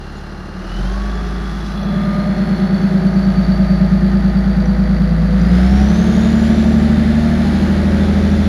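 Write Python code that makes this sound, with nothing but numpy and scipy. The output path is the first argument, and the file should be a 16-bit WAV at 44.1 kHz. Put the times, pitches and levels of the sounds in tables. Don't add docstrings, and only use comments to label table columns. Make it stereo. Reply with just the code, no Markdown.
import sys
import numpy as np
from scipy import signal
from scipy.fft import rfft, irfft, next_fast_len
from scipy.io import wavfile

SR = 44100
rng = np.random.default_rng(int(sys.argv[2]) if len(sys.argv) > 2 else 0)


def store_wav(level_fs):
    pcm = np.round(np.clip(np.atleast_2d(level_fs), -1, 1) * 32767)
    wavfile.write(sys.argv[1], SR, pcm.T.astype(np.int16))


N = 373968

# time in seconds, firings per second.
SPEED_FIRINGS_PER_S = [(0, 35.13), (0.56, 37.01), (0.95, 49.42), (1.17, 52.44), (2, 54.28), (2.85, 55.72),
                       (3.5, 55.09), (4.15, 55.48), (5.35, 55.3), (5.7, 65.39), (6, 71.74), (6.3, 74.02),
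                       (7.25, 76.15), (7.7, 77.98), (8.48, 78.85)]
# time in seconds, firing tone in dB, pipe boom in dB.
EXHAUST_DB = [(0, -32, -37), (0.55, -34, -30.5), (0.82, -16.5, -25.5), (1.1, -18.5, -25.5), (1.7, -23, -25),
              (1.92, -24.5, -16), (2.3, -25, -16), (2.9, -27, -12.5), (3.2, -22, -12), (3.45, -18.5, -12.5),
              (3.9, -18, -11.3), (4.5, -17, -14), (5.3, -15.5, -14), (5.55, -13.5, -10.5), (5.82, -11, -13),
              (5.98, -21, -12), (6.8, -17.5, -12), (7.55, -20, -14.5), (7.8, -17, -15), (8.48, -15.5, -14)]
# time in seconds, six factors in firing order.
CYLINDER_DRIVE = [(0.5, 0.1, 1.51, 2.1, 2.0, 0.1, 1.8), (1.3, 1.1, 1.28, 0.1, 0.98, 0.1, 1.33),
                  (2.2, 1.43, 0.25, 0.1, 0.96, 1.23, 0.19), (3.8, 1.86, 0.1, 0.94, 0.62, 0.73, 0.24),
                  (5.1, 0.35, 0.1, 0.26, 0.1, 0.14, 0.12), (5.7, 0.1, 1.88, 0.1, 0.9, 1.0, 1.92),
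                  (6.6, 0.1, 2.2, 0.1, 1.79, 0.27, 0.41), (7.3, 0.64, 0.14, 0.75, 0.28, 0.64, 0.1),
                  (8.0, 0.1, 0.1, 1.55, 0.55, 1.47, 0.12)]
# frequency in Hz, width in Hz, relative gain in dB.
PIPE_RESONANCES = [(131.3, 17.3, -26.4), (164.8, 28.1, -24.0), (198.3, 21.7, 0.2), (204.1, 27.2, 0.1),
                   (217.5, 22.8, -10.9)]
# time in seconds, frequency factor.
PIPE_HEAT = [(0.5, 0.99), (1.3, 0.95), (2.2, 0.98), (3.8, 0.96), (5.1, 0.97), (5.7, 0.95), (6.6, 1.09),
             (7.3, 1.04), (8.0, 1.04)]
# multiple of the firing rate, level in dB.
OVERTONES_DB = [(2, -34), (4, -37)]
# time in seconds, clatter in dB, hiss in dB.
BAY_DB = [(0, -35.5, -45.5), (0.52, -34, -46), (0.8, -30, -39.5), (1.2, -28.5, -41), (1.75, -29.5, -40),
          (2, -27.5, -41), (3.5, -28, -41), (4.8, -29, -42.5), (5.3, -29, -41.5), (5.6, -23.5, -35.5),
          (6.2, -22.5, -34), (7, -23, -36), (7.45, -22.5, -34.5), (8.48, -23.5, -35.5)]
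# frequency in Hz, relative density in dB per Hz.
CLATTER_LOW_DB = [(200, 8), (270, 1.5), (360, 8), (470, -7), (620, 1), (800, 2.5), (1000, -0.5), (1200, 1),
                  (1450, 0.5), (1900, -5), (2300, -10.5), (2800, -50)]
CLATTER_MID_DB = [(200, 2.5), (270, -7.5), (360, -1), (470, -2.5), (620, 3.5), (800, -2.5), (1000, -1),
                  (1200, -2), (1450, -5.5), (1900, -7.5), (2300, -18.5), (2800, -56.5)]
CLATTER_HIGH_DB = [(200, 9.5), (270, -3), (360, -4.5), (470, -12), (620, -5), (800, -13.5), (1000, -9.5),
                   (1200, -10), (1450, -9.5), (1900, -10.5), (2300, -14.5), (2800, -63)]
# frequency in Hz, relative density in dB per Hz.
HISS_LOW_DB = [(1900, -40), (2300, -0.5), (2800, 3.5), (3400, 1.5), (4200, 1.5), (5000, 2), (5900, -2),
               (6800, -10), (7800, -12), (10500, -16.5), (13000, -25), (15500, -29)]
HISS_MID_DB = [(1900, -43), (2300, 3), (2800, -1.5), (3400, -7), (4200, 3.5), (5000, -5), (5900, -8),
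               (6800, -22.5), (7800, -24.5), (10500, -18.5), (13000, -22), (15500, -29)]
HISS_HIGH_DB = [(1900, -43.5), (2300, 3), (2800, 1), (3400, 2), (4200, 2), (5000, -2.5), (5900, -8.5),
                (6800, -9.5), (7800, -15), (10500, -16.5), (13000, -25), (15500, -24.5)]
# frequency in Hz, relative density in dB per Hz.
RUMBLE_DB = [(15, -18), (30, -15), (55, 2.5), (90, 19), (135, 8.5), (200, -12.5), (260, -16), (400, -41.5)]
# time in seconds, setting (0 low, 1 middle, 2 high).
THROTTLE_SETTING = [(1.7, 0.21), (1.95, 1.68), (5.3, 1.65), (5.7, 2.1)]
# cycles per engine cycle, level in dB re untrimmed clatter.
ROCKING_ORDERS = [(3, -7), (4, -4), (9, -11.5), (15, -8.5)]
# start in seconds, end in seconds, frequency in Hz, width in Hz, level in dB re untrimmed clatter.
BODY_PANELS = [(6.8, 9, 287, 10, -12), (1.5, 9, 351, 8, -13), (2.3, 4.45, 353, 8, -12),
               (2.1, 3.5, 378, 8, -8), (1.1, 1.7, 316, 10, -12), (1.05, 1.5, 410, 20, -12),
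               (3.8, 4.3, 360, 10, -8), (7.2, 8.7, 312, 10, -13), (7.6, 8.7, 420, 12, -15),
               (7.1, 9, 366, 10, -15), (5.7, 7, 412, 12, -18), (5.7, 7, 443, 12, -16),
               (4.4, 5.7, 499, 10, -8), (1.8, 3.4, 552, 14, -17), (7.7, 8.8, 549, 12, -11),
               (.68, .9, 130, 14, -4), (5.9, 8.8, 154, 14, -7), (.7, 1.5, 600, 60, -21),
               (6.3, 6.65, 707, 12, -15), (2, 5.6, 800, 12, -15), (3.45, 3.9, 635, 12, -10),
               (1.8, 5.5, 1129, 10, -19), (.3, 1.2, 543, 10, -18), (.8, 1.35, 735, 40, -20),
               (6.25, 7.3, 892, 12, -23), (6.7, 7.3, 606, 12, -16), (7.15, 7.5, 686, 12, -13),
               (7.4, 7.7, 812, 14, -15), (7.65, 7.95, 590, 12, -11)]
# frequency in Hz, level per order in dB re untrimmed clatter.
FLARE_LEVELS = [(240, -24), (330, -20), (480, -26), (600, -23), (780, -26), (1000, -30)]
# time in seconds, level in dB.
GEAR_DB = [(0, -49), (.6, -48), (1, -36), (1.6, -40.5), (2.1, -32), (2.8, -45.5), (3.5, -36.5), (4.4, -42),
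           (5.6, -62)]
# start in seconds, end in seconds, level in dB.
GEAR_HUMS = [(1.85, 2.5, -34.5), (2.3, 4.1, -37.5), (3.797, 5.5, -42.5), (5.583, 5.9, -32.5)]
# time in seconds, level in dB.
TURBO_DB = [(0, -50), (.6, -51), (.68, -46), (.77, -36.5), (.84, -44), (.95, -52), (1.4, -51), (1.85, -49),
            (2.15, -44), (2.45, -43), (2.75, -39), (3, -43), (3.3, -39), (3.6, -38.5), (3.9, -44),
            (4.4, -43), (5.2, -45.5), (5.6, -42.5), (5.9, -40.5), (6.5, -48), (7, -57), (7.6, -62),
            (8.48, -64)]
# start in seconds, end in seconds, frequency in Hz, width in Hz, level in dB.
METAL_BUZZES = [(-.2, 1.3, 4200, 250, -51), (.95, 1.8, 3400, 110, -44), (1.7, 2.1, 3400, 110, -40.5),
                (1.9, 3.1, 3430, 70, -48), (2.9, 5.5, 3400, 80, -53), (2.2, 5.4, 4130, 150, -54),
                (5.9, 6.9, 5800, 170, -48), (7.7, 8.7, 5700, 140, -50), (5.9, 6.35, 3630, 110, -42),
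                (6.4, 7.5, 3590, 60, -45), (7.9, 8.7, 3490, 60, -44)]
# time in seconds, nominal peak in dB, frequency in Hz.
SET_CHINKS = [(.17, -43, 6870), (.922, -37, 6260), (1.156, -43, 6890), (1.606, -46, 6200),
              (1.831, -39, 5900), (2.381, -40, 5860), (2.491, -43, 5870), (2.597, -46, 5980),
              (2.813, -46, 5990), (3.14, -46, 5930), (3.25, -42, 5840), (3.354, -52, 6100),
              (3.572, -51, 6070), (3.898, -42, 6080), (4.655, -36, 5880), (4.98, -47, 5920),
              (5.414, -35, 5900), (5.533, -44, 5890)]
# time in seconds, depth in dB.
SHADING_DB = [(0, 10), (1.7, 12), (1.95, 8.5), (5, 8), (8.48, 8)]
# frequency in Hz, share of the depth.
SHADING_SHARE = [(60, .04), (200, -.03), (400, .02), (700, .15), (1300, .65), (2400, .8), (4400, 1.05),
                 (5600, 1.15), (7000, .65), (8500, 0)]
# frequency in Hz, lag in radians.
PORT_LAG_RAD = [(0, 0), (55, -.06), (200, .07), (375, .2), (620, .55), (860, .9), (1210, 5.2), (2330, 6.8),
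                (5770, 7.2), (8400, 3.2), (10200, 0), (12000, -3.1), (13800, -6.3), (15500, -9.3)]
# frequency in Hz, correlation from 0 to 1.
PORT_LIKENESS = [(200, .96), (320, .96), (640, .92), (1400, .7), (3100, .75), (7000, .78), (10000, .85)]
# frequency in Hz, extra lag in radians, extra gain in dB.
WIDE_PORT_RESPONSE = [(55, 0, -.9), (200, .6, -.9), (375, .5, -3), (650, 1.5, -3), (1300, 0, 0)]

CYLINDER_COUNT, GEAR_TEETH, HUM_ORDER = 6, 134, 66
FIRST_KNOCK_CYCLES = .234
WOBBLE_RAD, SILENCER_HZ = .11, 119
OVERTONE_FADE_FIRINGS_PER_S = 37, 48
ROCKING_CUT_HZ = 45
FLARE_SWING_DB, FLARE_RATE_HZ, FLARE_FIRINGS_PER_S = 5, 2.5, (56, 66)
TURBO_BASE_HZ, TURBO_HZ_PER_FLOW, SPOOL_S = 1975, 2595, .78
CRUISE_FIRINGS_PER_S, FLOW_POWER = 55, 2.73
FUELLING_S2_PER_FIRING = .0138
BREATHY_FIRINGS_PER_S, CLEAR_WIDTH_HZ, BREATHY_WIDTH_HZ = (56, 62), 80, 250
CHINK_HZ, CHINK_DB, CHINK_SPREAD_DB = 5950, -52, 2.5
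CHINK_CYCLES, CHINK_T60_S = .89, .14
ZOOM_S, EDGE_HZ = (1.7, 1.9), 15500


def amp(db):
    return 10 ** (np.asarray(db) / 20)


def unit(x):
    return x / np.sqrt(np.mean(x ** 2) + 1e-20)


def clock():
    return np.arange(N) / SR


def curve(table, axis=1):
    rows = np.asarray(table, float)
    return np.interp(clock(), rows[:, 0], rows[:, axis])


def bins_hz():
    return np.fft.rfftfreq(next_fast_len(N), 1 / SR)


def spectrum(points):
    hz, value = np.transpose(points)
    return np.interp(np.log(bins_hz() + 1), np.log(hz + 1), value)


def filtered(x, gain):
    size = next_fast_len(N)
    return irfft(rfft(x, size) * gain, size)[:N]


def drift(hz):
    bins = bins_hz()
    return unit(filtered(rng.standard_normal(N), np.exp(-(bins / hz) ** 2) * (bins > 0)))


def slow_drift(hz):
    size = len(clock()[::100])
    bins = np.fft.rfftfreq(size, 100 / SR)
    return unit(irfft(rfft(rng.standard_normal(size)) * np.exp(-(bins / hz) ** 2) * (bins > 0), size))


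def swell(start_s, end_s):
    u = np.clip((clock() - start_s) / (end_s - start_s), 0, 1)
    return np.minimum(1, 5 * np.minimum(u, 1 - u))


def knocks(cycle, depth, decay):
    since = ((cycle - FIRST_KNOCK_CYCLES) * CYLINDER_COUNT) % 1
    return unit(1 + depth * np.exp(-since / decay))


def whistle(hz, width_hz, steady=1):
    angle = 2 * np.pi * np.cumsum(hz * np.ones(N)) / SR
    return unit((steady + drift(width_hz)) * np.cos(angle) + drift(width_hz) * np.sin(angle))


def exhaust(cycle, wander_db=1.8, tone_trim_db=-0.5, count=37):
    slow_t, speed = clock()[::100], curve(SPEED_FIRINGS_PER_S)
    times, *drives = np.transpose(CYLINDER_DRIVE)
    pattern = np.fft.fft([np.interp(slow_t, times, d) for d in drives], axis=0)
    cold_hz = speed[::100] / CYLINDER_COUNT / np.interp(slow_t, *np.transpose(PIPE_HEAT))
    turn, wave = np.exp(2j * np.pi * cycle), np.ones(N, complex)
    boom, power = np.zeros(N), 0
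    for k in range(1, count):
        wave = wave * turn
        line_hz = k * cold_hz
        pipe = 0
        for m, (hz, width_hz, db) in enumerate(PIPE_RESONANCES):
            pipe = pipe + (-1) ** m * amp(db) / (1 + 2j * (line_hz - hz) / width_hz)
        pipe = pipe / np.sqrt(1 + (SILENCER_HZ / line_hz) ** 10)
        wander = amp(wander_db * slow_drift(4)) * np.exp(1j * WOBBLE_RAD * slow_drift(6))
        line = pipe * pattern[k % CYLINDER_COUNT] * wander
        boom += (np.interp(clock(), slow_t, line) * wave).real
        power = power + abs(line) ** 2
    boom /= np.interp(clock(), slow_t, np.sqrt(power))
    firing = 2 * np.pi * CYLINDER_COUNT * cycle
    tone = amp(curve(EXHAUST_DB) + tone_trim_db) * np.cos(firing)
    overtones = sum(amp(db) * np.cos(k * firing) for k, db in OVERTONES_DB)
    overtones = overtones * np.interp(speed, OVERTONE_FADE_FIRINGS_PER_S, [1, 0])
    return np.sqrt(2) * (tone + overtones + amp(curve(EXHAUST_DB, axis=2)) * boom)


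def body(cycle, count=100):
    cycle_hz = curve(SPEED_FIRINGS_PER_S) / CYLINDER_COUNT
    slow_t, slow_hz = clock()[::100], cycle_hz[::100]
    out, turn, wave = np.zeros(N), np.exp(2j * np.pi * cycle), np.ones(N, complex)
    for order, db in ROCKING_ORDERS:
        radiated = 1 / np.sqrt(1 + (ROCKING_CUT_HZ / (order * cycle_hz)) ** 12)
        out += amp(db) * radiated * np.sin(2 * np.pi * (order * cycle + rng.random()))
    panels = [(amp(db) * swell(start_s, end_s)[::100], hz, width_hz)
              for start_s, end_s, hz, width_hz, db in BODY_PANELS]
    load = np.interp(slow_hz * CYLINDER_COUNT, FLARE_FIRINGS_PER_S, [0, 1])
    for k in range(1, count):
        wave *= turn
        order_hz = k * slow_hz
        ring = sum(gain / (1 + (2 * (order_hz - hz) / width_hz) ** 4) for gain, hz, width_hz in panels)
        ring = ring * amp(2.4 * slow_drift(12))
        flare_db = np.interp(order_hz, *np.transpose(FLARE_LEVELS), left=-100, right=-100)
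        flare = load * amp(flare_db) * unit(amp(FLARE_SWING_DB * slow_drift(FLARE_RATE_HZ)))
        flare = flare * np.exp(1j * slow_drift(FLARE_RATE_HZ))
        line = (ring + flare) * np.exp(2j * np.pi * rng.random())
        out += (np.interp(clock(), slow_t, line) * wave).real
    return np.sqrt(2) * amp(curve(BAY_DB)) * out


def gears(cycle, flutter_rad=0.39):
    whine = np.sin(2 * np.pi * GEAR_TEETH * cycle + flutter_rad * drift(30))
    whine = amp(curve(GEAR_DB) + 2.5 * drift(5.9)) * whine
    hum_gain = sum(amp(db) * swell(start_s, end_s) for start_s, end_s, db in GEAR_HUMS)
    hum = hum_gain * amp(2.6 * drift(24)) * np.sin(2 * np.pi * HUM_ORDER * cycle)
    return np.sqrt(2) * (whine + hum)


def turbo(cycle):
    speed, keep = curve(SPEED_FIRINGS_PER_S), np.exp(-1 / (SPOOL_S * SR))
    fuelling = 1 + FUELLING_S2_PER_FIRING * np.maximum(np.gradient(speed) * SR, 0)
    flow = (speed / CRUISE_FIRINGS_PER_S) ** FLOW_POWER * fuelling
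    late_flow = flow[0] + signal.lfilter([1 - keep], [1, -keep], flow - flow[0])
    hz = TURBO_BASE_HZ + TURBO_HZ_PER_FLOW * late_flow
    breathy = np.interp(speed, BREATHY_FIRINGS_PER_S, [0, 1])
    tone = np.sqrt(1 - breathy) * whistle(hz, CLEAR_WIDTH_HZ, steady=1.1)
    tone = tone + np.sqrt(breathy) * whistle(hz, BREATHY_WIDTH_HZ, steady=0.27)
    return amp(curve(TURBO_DB)) * tone * knocks(cycle, depth=1.6, decay=.41)


def loose_metal(cycle):
    out = sum(amp(db) * swell(start_s, end_s) * whistle(hz, width_hz)
              for start_s, end_s, hz, width_hz, db in METAL_BUZZES)
    out = out * knocks(cycle, depth=1.4, decay=0.24)
    t = np.arange(SR // 10) / SR
    times_s = clock()[1:][np.diff(np.floor(cycle - CHINK_CYCLES)) > 0]
    faint = [(s, CHINK_DB + CHINK_SPREAD_DB * rng.standard_normal(), CHINK_HZ) for s in times_s]
    for s, db, hz in [*SET_CHINKS, *faint]:
        detunings = 1 + .016 * rng.standard_normal(6)
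        ring = sum(np.sin(2 * np.pi * hz * f * t) for f in detunings) / 4
        envelope = amp(db - 60 * t / CHINK_T60_S) * (1 - np.exp(-t / 0.00026))
        part = out[int(s * SR):][:len(t)]
        part += (ring * envelope)[:len(part)]
    return out


def repeating(cycle, renew_s, size=1024):
    age = clock() / renew_s
    patterns = rng.standard_normal((48, size))
    row, at, blend = age.astype(int), cycle % 1 * size, age % 1 * np.pi / 2
    col, part = at.astype(int), at % 1
    old, new = (patterns[r, col] * (1 - part) + patterns[r, (col + 1) % size] * part for r in (row, row + 1))
    return unit(old * np.cos(blend) + new * np.sin(blend))


def by_throttle(x, spectra, band_hz):
    setting, hz = curve(THROTTLE_SETTING), bins_hz() + 1
    edges = 1 / np.sqrt((1 + (band_hz[0] / hz) ** 12) * (1 + (hz / band_hz[1]) ** 12))
    out = 0
    for k, points in enumerate(spectra):
        share = np.maximum(1 - abs(setting - k), 0)
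        out = out + share * unit(filtered(x, amp(spectrum(points)) * edges))
    return out


def bay(cycle, clatter_trim_db=2.0, hiss_trim_db=2.5, rumble_trim_db=-15):
    share = np.interp(curve(SPEED_FIRINGS_PER_S), FLARE_FIRINGS_PER_S, [.4, .22])
    rattle = np.sqrt(share) * repeating(cycle, renew_s=0.7826) + np.sqrt(1 - share) * rng.standard_normal(N)
    rattle = rattle * knocks(cycle, depth=0.37, decay=0.33)
    clatter = by_throttle(rattle, (CLATTER_LOW_DB, CLATTER_MID_DB, CLATTER_HIGH_DB), (230, 2400))
    fizz = rng.standard_normal(N) * knocks(cycle, depth=0.47, decay=0.24) * amp(0.5 * drift(15))
    hiss = by_throttle(fizz, (HISS_LOW_DB, HISS_MID_DB, HISS_HIGH_DB), (2100, 20000))
    rumble = unit(filtered(rng.standard_normal(N), amp(spectrum(RUMBLE_DB))))
    block = amp(curve(BAY_DB)) * (amp(clatter_trim_db) * clatter + amp(rumble_trim_db) * rumble)
    return block + amp(curve(BAY_DB, axis=2) + hiss_trim_db) * hiss


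def scene():
    cycle = np.cumsum(curve(SPEED_FIRINGS_PER_S)) / SR / CYLINDER_COUNT
    tones = exhaust(cycle) + body(cycle) + gears(cycle) + turbo(cycle) + loose_metal(cycle)
    noise, like = bay(cycle), np.clip(spectrum(PORT_LIKENESS), 0, 1)
    right_noise = filtered(noise, like) + filtered(bay(cycle), np.sqrt(1 - like ** 2))
    right = filtered(tones + right_noise, np.exp(-1j * spectrum(PORT_LAG_RAD)))

    wide_hz, lag_rad, gain_db = np.transpose(WIDE_PORT_RESPONSE)
    wide_gain = amp(spectrum(np.c_[wide_hz, gain_db]))
    wide = filtered(right, wide_gain * np.exp(-1j * spectrum(np.c_[wide_hz, lag_rad])))
    right = right + np.interp(clock(), ZOOM_S, [1, 0]) * (wide - right)

    shade_db = curve(SHADING_DB)
    least, most = (filtered(right, amp(-db * spectrum(SHADING_SHARE))) for db in (shade_db.min(), shade_db.max()))
    blend = (shade_db - shade_db.min()) / np.ptp(shade_db)
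    return np.array([tones + noise, least + blend * (most - least)])


def record(dry):
    rounded = dry / (1 + abs(dry / .95) ** 10) ** (1 / 10)
    lowpass = signal.firwin(511, EDGE_HZ, window=("kaiser", 9), fs=SR)
    return signal.oaconvolve(rounded, lowpass[None], "same")


dry = scene()
out = record(dry)
store_wav(out)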